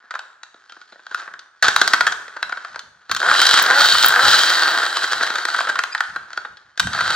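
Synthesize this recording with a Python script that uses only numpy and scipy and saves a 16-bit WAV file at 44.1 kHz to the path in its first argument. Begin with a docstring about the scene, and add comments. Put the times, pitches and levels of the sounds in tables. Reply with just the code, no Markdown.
"""A hollow plastic toy car is turned in two hands close to a stereo microphone in a small room. First skin
rustles on it, loose parts knock and fingernails tap the roof, each impact exciting the modes of the shell,
while the hands thud softly. From 3.2 s a thumb spins a wheel three times: the gear teeth rattle and hum,
the flywheel pinion whines and the thumb snaps off the tyre. The gears run down, plastic squeaks, and near
6.8 s the car is set on a mat and pushed. Throughout, the loudest knocks overload the recorder."""
import sys
import numpy as np
from scipy import signal
from scipy.io import wavfile
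from scipy.ndimage import uniform_filter1d

SR = 44100
rng = np.random.default_rng(int(sys.argv[2]) if len(sys.argv) > 2 else 0)


def dump_mix(stems):
    """Bounce the given channels to the path in sys.argv[1] as a 16-bit WAV at rate SR."""
    frames = np.atleast_2d(stems).T  # one column per channel
    limited = np.clip(frames, -1, 1)  # hard clip at full scale
    pcm = np.round(limited * 32767).astype(np.int16)
    wavfile.write(sys.argv[1], SR, pcm)


N = 315315


def amp(db):
    """Amplitude ratio of a level in dB."""
    return 10 ** (np.asarray(db) / 20)


def unit_rms(x):
    """Normalisation to an rms of 1."""
    return x / np.sqrt(np.mean(x ** 2) + 1e-20)


def slow_noise(shape, span):
    """Random fluctuation: white noise averaged over span samples, at unit rms."""
    return unit_rms(uniform_filter1d(rng.standard_normal(shape), span))


def at_frequency(points, hz):
    """Interpolation on a logarithmic frequency axis."""
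    known_hz, value = np.transpose(points)
    return np.interp(np.log(hz + 1), np.log(known_hz + 1), value)


def envelope(segments, column, outside=-200):
    """Linear interpolation in time of one column, constant outside the segments."""
    t, out = np.arange(N) / SR, np.full(N, float(outside))
    for rows in map(np.array, segments):
        inside = (t >= rows[0, 0]) & (t <= rows[-1, 0])
        out[inside] = np.interp(t[inside], rows[:, 0], rows[:, column])
    return out


def impulse_response(spectrum, size=2048):
    """Minimum-phase response of unit energy: phase follows from log gain by the Hilbert transform."""
    hz = abs(np.fft.fftfreq(size, 1 / SR))
    log_gain = np.log(amp(np.maximum(at_frequency(spectrum, hz), -100)))
    taps = np.fft.ifft(np.exp(np.conj(signal.hilbert(log_gain)))).real[:size // 2]
    return taps / np.linalg.norm(taps)


def three_bands(x, bass_hz=700, treble_hz=2450):
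    """Crossover filtering into bass, body and treble."""
    bands = (bass_hz, "low"), ((bass_hz, treble_hz), "band"), (treble_hz, "high")
    return [signal.sosfilt(signal.butter(4, *band, fs=SR, output="sos"), x) for band in bands]


def lowpass(x, hz):
    """Second-order roll-off of the treble."""
    return signal.sosfilt(signal.butter(2, np.clip(hz, 2000, 20000), fs=SR, output="sos"), x)


# Modes of the shell. Each row: frequency in Hz, level in dB, decay time T60 in seconds.
SHELL_MODES = [(990, -65.5, 0.017), (1040, -61, 0.014), (1290, -29.5, 0.015), (1410, -35.5, 0.084),
               (1434, -1, 0.13), (1573, 4, 0.035), (1850, -18.5, 0.022), (1810, 6, 0.0088),
               (1970, -20, 0.0052), (3310, -10, 0.017), (3200, -5.5, 0.09), (3760, 2.5, 0.011),
               (3660, -5, 0.0067), (3975, 8.5, 0.016), (4330, 4.5, 0.013), (4620, 12, 0.0047),
               (5390, -9.5, 0.013), (5750, -12.5, 0.0013), (7300, 8, 0.0034)]
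# The non-resonant click of a contact. Each row: frequency in Hz, spectral density in dB.
CLICK_SPECTRUM = [(88, -37), (150, -23), (777, -16.5), (1510, 5.5), (2150, -14), (2780, -15.5),
                  (3060, -25.5), (3450, -11.5), (3870, -20), (6840, -11.5), (7840, -31), (10900, -38),
                  (15000, -15), (16200, -85.5)]
def shell_responses(count, spread_db, detune, click_db, favoured_hz=1., favour_db=0):
    """Modal superposition: each of count struck spots weights the damped modes differently."""
    hz, db, t60 = np.transpose(SHELL_MODES)[:, :, None]
    t = np.arange(1024) / SR
    scatter = rng.standard_normal((count, 2, len(SHELL_MODES), 1))
    nearness = np.exp(-(np.log(hz / np.reshape(favoured_hz, (-1, 1, 1))) / 0.02) ** 2)
    db = db + spread_db * scatter[:, 0] + favour_db * nearness
    hz = hz * (1 + detune * scatter[:, 1])
    ring = (amp(db - 60 * t / t60) * np.sin(2 * np.pi * hz * t)).sum(1)
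    click = amp(click_db) * impulse_response(CLICK_SPECTRUM)
    return ring / np.linalg.norm(ring, axis=1, keepdims=True) + click


def patter(per_s, uneven_db, spots):
    """Shot noise: random impacts, a few much harder, ring the shell. Gives body and treble at unit rms."""
    hits = (rng.random(N) < per_s / SR) * amp(uneven_db * np.minimum(rng.exponential(1, N), 4))
    struck = (rng.integers(0, 4, N) + np.arange(N) * 15 // SR) % len(spots)  # the busy spots drift
    ring = sum(signal.oaconvolve(hits * (struck == k), spot)[:N] for k, spot in enumerate(spots))
    bass, body, treble = three_bands(ring)
    return unit_rms(amp(-7) * bass + body), unit_rms(treble)


# Two spells of handling. Each row: time in seconds, body level in dB, treble level in dB.
RUSTLE_LEVELS = [
    [(0.0, -51.5, -66), (0.25, -49, -64), (0.4, -56, -72), (0.75, -54.5, -58), (1.04, -57, -60.5),
     (1.2, -36, -42), (1.29, -44.5, -64), (1.45, -53.5, -92), (1.62, -58.5, -60), (1.64, -14, -20),
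     (1.75, -35, -40), (1.8, -26.5, -29.5), (1.98, -30.5, -41), (2.12, -33.5, -48), (2.28, -43, -57),
     (2.72, -42, -49.5), (2.88, -57.5, -77), (3.18, -50, -52)],
    [(5.79, -38, -51), (5.99, -42, -50), (6.09, -37.5, -48), (6.28, -46, -60), (6.36, -40, -51),
     (6.57, -56, -66.5), (6.83, -55, -66.5), (6.91, -34, -47)],
]
def rustle():
    """Friction noise: skin and loose parts make dense, faint, soft contacts with the shell."""
    spots = shell_responses(count=10, spread_db=1.5, detune=0.067, click_db=0.5)
    body, treble = patter(per_s=2500, uneven_db=4.3, spots=spots)
    body_db, treble_db = (envelope(RUSTLE_LEVELS, column) for column in (1, 2))
    return amp(body_db) * body + amp(treble_db) * lowpass(treble, 8400)


# Impacts of nails, loose parts and slapping gears. Each row: start in seconds, level in dB, treble and
# bass against the body in dB, frequency favoured by the spot in Hz, T60 of the contact in seconds.
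IMPACTS = [(0.039, -41, -20, 0, 1640, 0.024), (0.107, -18, -12, -27, 1930, 0.039),
           (0.139, -18, -14, -19, 1550, 0.019), (0.15, -12.5, -18, -24.5, 1540, 0.049),
           (0.191, -17, -5, -49, 1340, 0.019), (0.432, -22, 0.5, -23, 1440, 0.016),
           (0.463, -38, -7, -29, 1850, 0.022), (0.542, -32.5, -2, 2, 1260, 0.017),
           (0.695, -29, -1, -18, 1230, 0.034), (0.721, -27.5, -2.5, -15, 1420, 0.013),
           (0.765, -32, -27, -7, 1410, 0.034), (0.813, -28.5, -8, -16, 1450, 0.026),
           (0.922, -31.5, -4, -4, 1110, 0.046), (0.957, -33, -18, -3, 1810, 0.024),
           (0.993, -33, -35, -14, 1480, 0.019), (1.066, -21, -10, -45, 1540, 0.0079),
           (1.111, -20, -15, -15, 1550, 0.059), (1.145, -6, -13.5, -28, 1410, 0.018),
           (1.175, -27.5, -20, -32, 1450, 0.025), (1.198, -45, -27, -28, 1350, 0.022),
           (1.223, -30, -32, -10, 1380, 0.017), (1.276, -22, -29, -16, 1420, 0.036),
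           (1.337, -20, -15.5, -22, 1520, 0.02), (1.392, -24, 11, -22, 1570, 0.019),
           (1.625, 2.5, -3.5, -19.5, 1580, 0.03), (1.681, 3.5, -5, -17.5, 1500, 0.032),
           (1.762, 5, -3, -31, 1420, 0.014), (1.814, 4.5, -5, -12, 1290, 0.022),
           (1.876, 1.5, 2, -20.5, 1310, 0.023), (1.933, 3.5, -7, -20, 1250, 0.034),
           (2.007, 1, -11, -27, 1620, 0.024), (2.066, 0, -8.5, -23, 1257, 0.053),
           (2.121, -11.5, -3.5, -20, 1310, 0.022), (2.28, -24.5, -8, -10, 1310, 0.018),
           (2.364, -19, -16, -15, 1400, 0.037), (2.427, -5, -7.5, -24, 1410, 0.013),
           (2.493, -17, -16, -23, 1360, 0.036), (2.522, -11, -20, -24, 1660, 0.016),
           (2.572, -19, -14.5, -18, 1490, 0.03), (2.647, -15.5, -15, -26, 1780, 0.021),
           (2.744, -24, -14, -26, 1500, 0.033), (2.758, -16, -11.5, -15.5, 1480, 0.023),
           (2.792, -14, 6, -30, 1420, 0.019), (3.094, -17, -8, -14, 1360, 0.057),
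           (3.113, -2, -1.5, -21, 1580, 0.03), (3.147, -7, 3, -24, 1570, 0.017),
           (3.163, -5.5, -1, -26, 1420, 0.036), (3.201, -7.5, -4, -37, 1390, 0.014),
           (3.216, -6.5, -14, -35, 1770, 0.01), (3.228, -5, -14, -39, 1680, 0.02),
           (3.242, -11, -14, -30, 1500, 0.027), (3.262, -5.5, -17, -37, 1390, 0.029),
           (3.285, -4, -31, -39, 1530, 0.062), (3.313, 3.5, -28, -34, 1550, 0.011),
           (3.349, -3, -25, -22, 1480, 0.011), (3.391, -0.5, -1, -11, 1620, 0.022),
           (3.416, 4, -2, -28, 1430, 0.014), (3.466, 2, 17, -30, 1510, 0.018),
           (3.539, 2, -1, -17, 1480, 0.019), (3.593, -1, -4, -34, 1430, 0.026),
           (3.807, 0, -7, -53, 1410, 0.025), (3.845, 0, -8, -41, 1440, 0.032),
           (3.951, -3, -28, -28, 1420, 0.034), (4.026, -0.5, 22, -15, 1360, 0.019),
           (4.043, 5, -4, -19, 1530, 0.022), (4.122, -4, -8, -38, 1560, 0.018),
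           (4.138, -5, -14, -38, 1600, 0.027), (4.159, -2.5, -18, -37, 1520, 0.042),
           (4.19, -2, -34, -35, 1550, 0.032), (4.252, -1.5, -14, -27, 1410, 0.022),
           (4.34, -0.5, -17, -16, 1430, 0.02), (4.74, -19, -14, -29, 1590, 0.022),
           (4.829, -8.5, -8, -18, 1700, 0.04), (4.968, -7, -8, -19, 1620, 0.019),
           (5.021, -13, -19, -23, 1480, 0.024), (5.042, -8.5, -11, -17, 1600, 0.022),
           (5.12, -8, -1, -12, 1480, 0.018), (5.208, -9.5, -22, -13, 1310, 0.022),
           (5.23, -11, -4, -13, 1420, 0.012), (5.27, -10.5, -5, -25, 1420, 0.036),
           (5.301, -10, -5.5, -12.5, 1620, 0.025), (5.355, -6, -6.5, -21, 1340, 0.026),
           (5.384, -8.5, -9, -19, 1530, 0.029), (5.452, -4.5, -2.5, -14, 1830, 0.016),
           (5.483, -9.5, -10, -37, 1600, 0.039), (5.545, -6.5, -24, -37, 1560, 0.033),
           (5.587, -7, -21, -23, 1560, 0.018), (5.605, -7, -17, -35, 1480, 0.014),
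           (5.67, -10, -20, -17, 1520, 0.043), (5.754, -9.5, -13, -32.5, 1480, 0.039),
           (5.789, -1, -11, -40, 1330, 0.024), (5.836, -7.5, -5, -22, 1440, 0.013),
           (5.948, -5, -14, -44, 1660, 0.026), (5.978, -20, -3, -31.5, 1460, 0.022),
           (6.005, -2.5, -14, -54, 1350, 0.024), (6.036, -19, -10, -43, 1550, 0.02),
           (6.16, -10, -17.5, -20.5, 1230, 0.025), (6.304, -25.5, -10.5, -39, 1470, 0.013),
           (6.33, -19, -5, -30.5, 1480, 0.019), (6.374, -9.5, -13, -17, 1408, 0.015),
           (6.448, -16.5, -20, -19.5, 1500, 0.044), (6.57, -29.5, 6, -28, 1600, 0.024),
           (6.775, -16, 1, -14, 1560, 0.022), (6.796, -1, -0.5, -32, 1720, 0.022),
           (6.827, -17.5, -5, -14, 1620, 0.028), (6.869, -9.5, -7.5, -14.5, 1100, 0.039),
           (6.886, -27, -10, -32, 1560, 0.025), (6.931, -13, -4, -36, 1410, 0.025),
           (6.947, -11, -12, -42, 1410, 0.018), (6.976, -11, -23, -38, 1430, 0.022),
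           (6.987, -10, -17, -36, 1420, 0.017), (7.006, -7.5, -11, -40, 1450, 0.027),
           (7.058, -10.5, -27, -37, 1410, 0.029), (7.098, -16, -14, -38, 1370, 0.024)]
def knocks(rise_s=0.001194, first_jolt=2.05):
    """Impact excitation: a burst of jolts swells and dies, driving the shell's modes at one spot."""
    out, t = np.zeros(N + 4096), np.arange(2048) / SR
    spots = shell_responses(count=len(IMPACTS), spread_db=2.5, detune=0.022, click_db=-0.5,
                            favoured_hz=np.transpose(IMPACTS)[4], favour_db=11)
    chatter = rng.standard_normal((len(IMPACTS), len(t)))
    chatter *= amp(3 * slow_noise(chatter.shape, span=100))
    for (start, db, treble_db, bass_db, _, t60), spot, jolts in zip(IMPACTS, spots, chatter):
        force = jolts * amp(-60 * t / t60) * (1 - np.exp(-t / rise_s))
        force[round(rise_s * SR)] += first_jolt
        ring = lowpass(signal.fftconvolve(force, spot), 26300 * amp(0.52 * db))  # harder is brighter
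        bass, body, treble = map(unit_rms, three_bands(ring))
        knock = amp(bass_db) * bass + body + amp(treble_db) * treble
        at = round(start * SR)
        out[at:at + len(knock)] += amp(db) * knock / abs(knock).max()
    return out[:N]


# Bumps of the hands and the mat. Each row: start in seconds, level in dB, T60 in seconds.
BUMPS = [(1.093, -69, 0.4), (1.299, -65, 0.4), (1.629, -43, 0.4), (1.679, -52, 0.4), (1.759, -47, 0.4),
         (1.819, -53, 0.4), (1.929, -53, 0.28), (2.009, -48, 0.62), (2.423, -56, 0.4), (2.697, -59, 0.4),
         (2.829, -57, 0.6), (3.099, -42, 0.4), (3.259, -43, 0.4), (3.603, -46, 0.37), (3.799, -40, 0.4),
         (3.929, -40, 0.3), (4.059, -38, 0.31), (4.232, -36, 0.51), (4.819, -62, 0.4), (5.139, -47, 0.27),
         (5.69, -58, 0.4), (5.759, -61, 0.37), (6.08, -49, 0.4), (6.159, -54, 0.49), (6.369, -61, 0.4),
         (6.489, -58, 0.44), (6.639, -64, 0.4), (6.799, -36.5, 0.32), (6.838, -25, 0.32), (6.929, -38, 0.4),
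         (6.999, -39.5, 0.44), (7.059, -39, 0.4), (7.109, -45, 0.4)]
# Their low noise. Each row: frequency in Hz, spectral density in dB.
THUD_SPECTRUM = [(15, -31), (25, -40), (65, -6.5), (103, -6.5), (171, -6.5), (236, -10.5), (300, -23.5),
                 (390, -55), (660, -120)]
def thuds(rise_s=0.011, floor_db=-86.5, rumble_db=-42):
    """Incoherent addition: decaying bumps, gear rumble and a faint floor sum in power as low noise."""
    white = rng.standard_normal(N)
    noise = unit_rms(signal.oaconvolve(white, impulse_response(THUD_SPECTRUM, size=8192))[:N])
    start, db, t60 = np.transpose(BUMPS)[:, :, None]
    t = np.arange(0, N + 64, 64) / SR
    age = np.maximum(t - start, 0)
    bumps = amp(db - 60 * age / t60) * (1 - np.exp(-age / rise_s))
    bump_power = np.interp(np.arange(N) / SR, t, (bumps ** 2).sum(0))
    rumble_power = amp(gear_db(column=1) + rumble_db) ** 2
    return np.sqrt(bump_power + amp(floor_db) ** 2 + rumble_power) * noise


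# Gear noise of the spun wheel, then of the pushed car. Each row: time in seconds, then the levels of
# body, treble and axle hiss in dB.
GEAR_LEVELS = [
    [(3.19, -49, -37.5, -85), (3.26, -25, -26.5, -64), (3.31, -16, -22, -57), (3.4, -20.5, -18, -43),
     (3.58, -16.5, -16, -40), (3.64, -20, -25.5, -36), (3.73, -14, -22, -43), (3.8, -17, -15.5, -26),
     (3.91, -21, -16, -34), (4.04, -19.5, -17.5, -27), (4.1, -21.5, -23.5, -47), (4.17, -19.5, -27.5, -37),
     (4.24, -15.5, -16.5, -32), (4.32, -16, -13, -31), (4.44, -19, -16, -33), (4.74, -17, -25, -39),
     (4.9, -26, -29, -46), (5.3, -26.5, -32, -51), (5.62, -29.5, -32, -61), (5.8, -33.5, -50, -71)],
    [(6.9, -42, -48, -90), (6.936, -25, -31, -80), (7.0, -24, -29.5, -69), (7.15, -21.5, -25.5, -68)],
]
# Catches of the slowing gears. Each row: time in seconds, change of level in dB.
GEAR_CATCHES = [(4.82, 0.5), (4.97, 5), (5.04, 8), (5.128, 7.5), (5.232, 11), (5.37, -2), (5.461, -14),
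                (5.549, 4.5), (5.592, 5.5), (5.698, 14), (5.792, 9)]
def gear_db(column, catch_s=0.0099):
    """Amplitude modulation: the level of one band of gear noise swells or dips briefly at each catch."""
    t = np.arange(N) / SR
    catches = sum(db * np.exp(-((t - centre) / catch_s) ** 2 / 2) for centre, db in GEAR_CATCHES)
    return envelope(GEAR_LEVELS, column) + catches


# Thin hiss of the axle. Each row: frequency in Hz, spectral density in dB.
AXLE_SPECTRUM = [(11000, -38), (12500, -22), (13300, 3.5), (14400, -6), (15500, 0), (16500, -29.5)]
def gear_rattle():
    """Backlash: loose teeth slap unevenly, over the finer whir of the flywheel pinion and axle hiss."""
    spots = shell_responses(count=12, spread_db=4, detune=0.02, click_db=-8)
    slaps = patter(per_s=600, uneven_db=6.2, spots=spots)
    whir = patter(per_s=3000, uneven_db=0.68, spots=spots)
    body, treble = (unit_rms(coarse + amp(2) * fine) for coarse, fine in zip(slaps, whir))
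    flutter = amp(3 * slow_noise(N, span=300))
    hiss = unit_rms(signal.oaconvolve(rng.standard_normal(N) * flutter, impulse_response(AXLE_SPECTRUM))[:N])
    rattle = amp(gear_db(column=1)) * body + amp(gear_db(column=2)) * treble
    return rattle + amp(envelope(GEAR_LEVELS, column=3)) * hiss


def glides(rows, curve, ends_db, skew=1):
    """Frequency and gain of gliding tones, faint at both ends; a skew above 1 delays the crest."""
    t, hz, gain = np.arange(N) / SR, np.full(N, 100.), np.zeros(N)
    for start, length, first_hz, target_hz, db in rows:
        inside = (t >= start) & (t < start + length)
        progress = (t[inside] - start) / length
        hz[inside] = first_hz + (target_hz - first_hz) * curve(progress)
        gain[inside] = amp(db + ends_db * (2 * progress ** skew - 1) ** 4)
    return hz, gain


def wavering_cycles(hz, share):
    """Phase in cycles: the integral of a frequency that wavers by a share of itself."""
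    return np.cumsum(hz * (1 + share * slow_noise(N, span=300))) / SR


# Pushes of the thumb. Each row: start and length in seconds, first and target rate in teeth per
# second, level in dB.
THUMB_PUSHES = [(3.2, .16, 105, 335, -23), (3.62, .24, 190, 312, -23), (4.1, .2, 200, 295, -23)]
# Hum of the teeth. Each row: harmonic number, level in dB.
MESH_HARMONICS = [(1, -22), (2, -9), (3, -5), (4, -5), (5, 1)]
def gear_mesh():
    """Meshing under load: each tooth taps once, and a hum follows the rising tooth-passing frequency."""
    teeth_per_s, gain = glides(THUMB_PUSHES, lambda u: 1 - np.exp(-2 * u), ends_db=-14, skew=1.6)
    teeth = wavering_cycles(teeth_per_s, share=0.02)
    contacts = np.diff(np.floor(teeth), prepend=0)
    taps = contacts * amp(1.1 * rng.standard_normal(N)) * np.sqrt(SR / teeth_per_s)
    _, body, treble = three_bands(signal.oaconvolve(taps, impulse_response(CLICK_SPECTRUM))[:N])
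    flutter = amp(4 * slow_noise(N, span=400))
    hum = flutter * sum(amp(db) * np.sin(2 * np.pi * k * teeth) for k, db in MESH_HARMONICS)
    return gain * (body + amp(-32) * treble + hum)


# One whine for each push. Each row: start and length in seconds, first and last pitch in Hz, level in dB.
WHINE_GLIDES = [(3.37, .22, 3140, 3115, -28), (3.76, .28, 3210, 2990, -28), (4.24, .26, 3040, 3150, -30)]
def pinion_whine():
    """Frequency modulation: the faint tone of the flywheel pinion wavers with its speed."""
    hz, gain = glides(WHINE_GLIDES, lambda u: u, ends_db=-17)
    return gain * np.sqrt(2) * np.sin(2 * np.pi * wavering_cycles(hz, share=0.017))


# Snaps at the tyre. Each row: start in seconds, level in dB, frequency in Hz, T60 in seconds.
TYRE_SNAPS = [(3.6233, 1.5, 14500, 0.018), (4.0525, -6, 14300, 0.016), (4.0613, 1, 14450, 0.0217),
              (4.0838, 2, 14100, 0.02)]
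def tyre_snaps():
    """Release transients: as the thumb leaves the tyre, a very high, noisy ring decays exponentially."""
    out, t = np.zeros(N), np.arange(2048) / SR
    for start, db, hz, t60 in TYRE_SNAPS:
        wobble = slow_noise(len(t), span=30)
        at = round(start * SR)
        out[at:at + len(t)] += amp(db - 60 * t / t60) * wobble * np.sin(2 * np.pi * hz * t)
    return out


# Course of the squeak. Each row: time in seconds, pitch in Hz, level in dB.
SQUEAK_CONTOUR = [(5.914, 2520, -60), (5.92, 2390, -34), (5.932, 2480, -20.5), (5.94, 2540, -68)]
# Its timbre. Each row: harmonic number, level in dB.
SQUEAK_HARMONICS = [(1, -9), (2, -3), (3, -16)]
def squeak():
    """Stick-slip oscillation: plastic rubbing on plastic gives a short tone of three harmonics."""
    cycles = np.cumsum(envelope([SQUEAK_CONTOUR], column=1, outside=0)) / SR
    tone = sum(amp(db) * np.sin(2 * np.pi * k * cycles) for k, db in SQUEAK_HARMONICS)
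    return amp(envelope([SQUEAK_CONTOUR], column=2)) * tone


# Decay of the small room. Each row: frequency in Hz, reverberation time T60 in seconds.
ROOM_DECAY = [(250, 0.93), (700, 0.62), (1700, 0.53), (4600, 0.5), (10000, 0.77), (14500, 0.47)]
def reverberation(x):
    """Diffuse reflection: sparse echoes of random sign reach each channel, each band at its own decay."""
    echoes = np.zeros((2, SR))
    at = np.arange(200, SR - 20, 20) + rng.integers(0, 20, (2, (SR - 201) // 20))
    np.put_along_axis(echoes, at, rng.choice([-1., 1.], at.shape), 1)
    hz, t, spectra = signal.stft(echoes, SR, nperseg=256)
    decay = amp(-60 * t / at_frequency(ROOM_DECAY, hz)[:, None])
    tail = signal.istft(spectra * decay, SR, nperseg=256)[1]
    tail[1] = 0.48 * tail[0] + 1.05 * tail[1]  # the channels are partly coherent
    tail /= np.linalg.norm(tail, axis=1, keepdims=True)
    return signal.fftconvolve(x[None], tail, axes=1)[:, :N]


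def scene(bass_cut_hz=288, right_delay_s=40e-6):
    """Superposition of direct sound, reverberation and thuds, all reaching the right channel later."""
    car = knocks() + gear_rattle() + gear_mesh() + pinion_whine() + tyre_snaps() + squeak() + rustle()
    # The car's sounds carry little bass.
    car = signal.sosfilt(signal.butter(3, bass_cut_hz, "high", fs=SR, output="sos"), car)
    direct = car * amp([[0.15], [-0.15]])
    stereo = direct + amp(-8) * reverberation(lowpass(car, 10000)) + thuds()
    delays = np.sinc(np.arange(-32, 33) - np.array([[0], [right_delay_s * SR]])) * np.hanning(65)
    return signal.oaconvolve(stereo, delays, "same", axes=1)


def record(dry):
    """Overload distortion: peaks saturate near full scale, then a steep low-pass limits the band."""
    saturated = np.clip(dry, -0.99, 0.99)
    band_limit = signal.firwin(511, cutoff=15900, window=("kaiser", 9), fs=SR)
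    return signal.oaconvolve(saturated, band_limit[None], "same", axes=1)


dry = scene()
out = record(dry)
dump_mix(out)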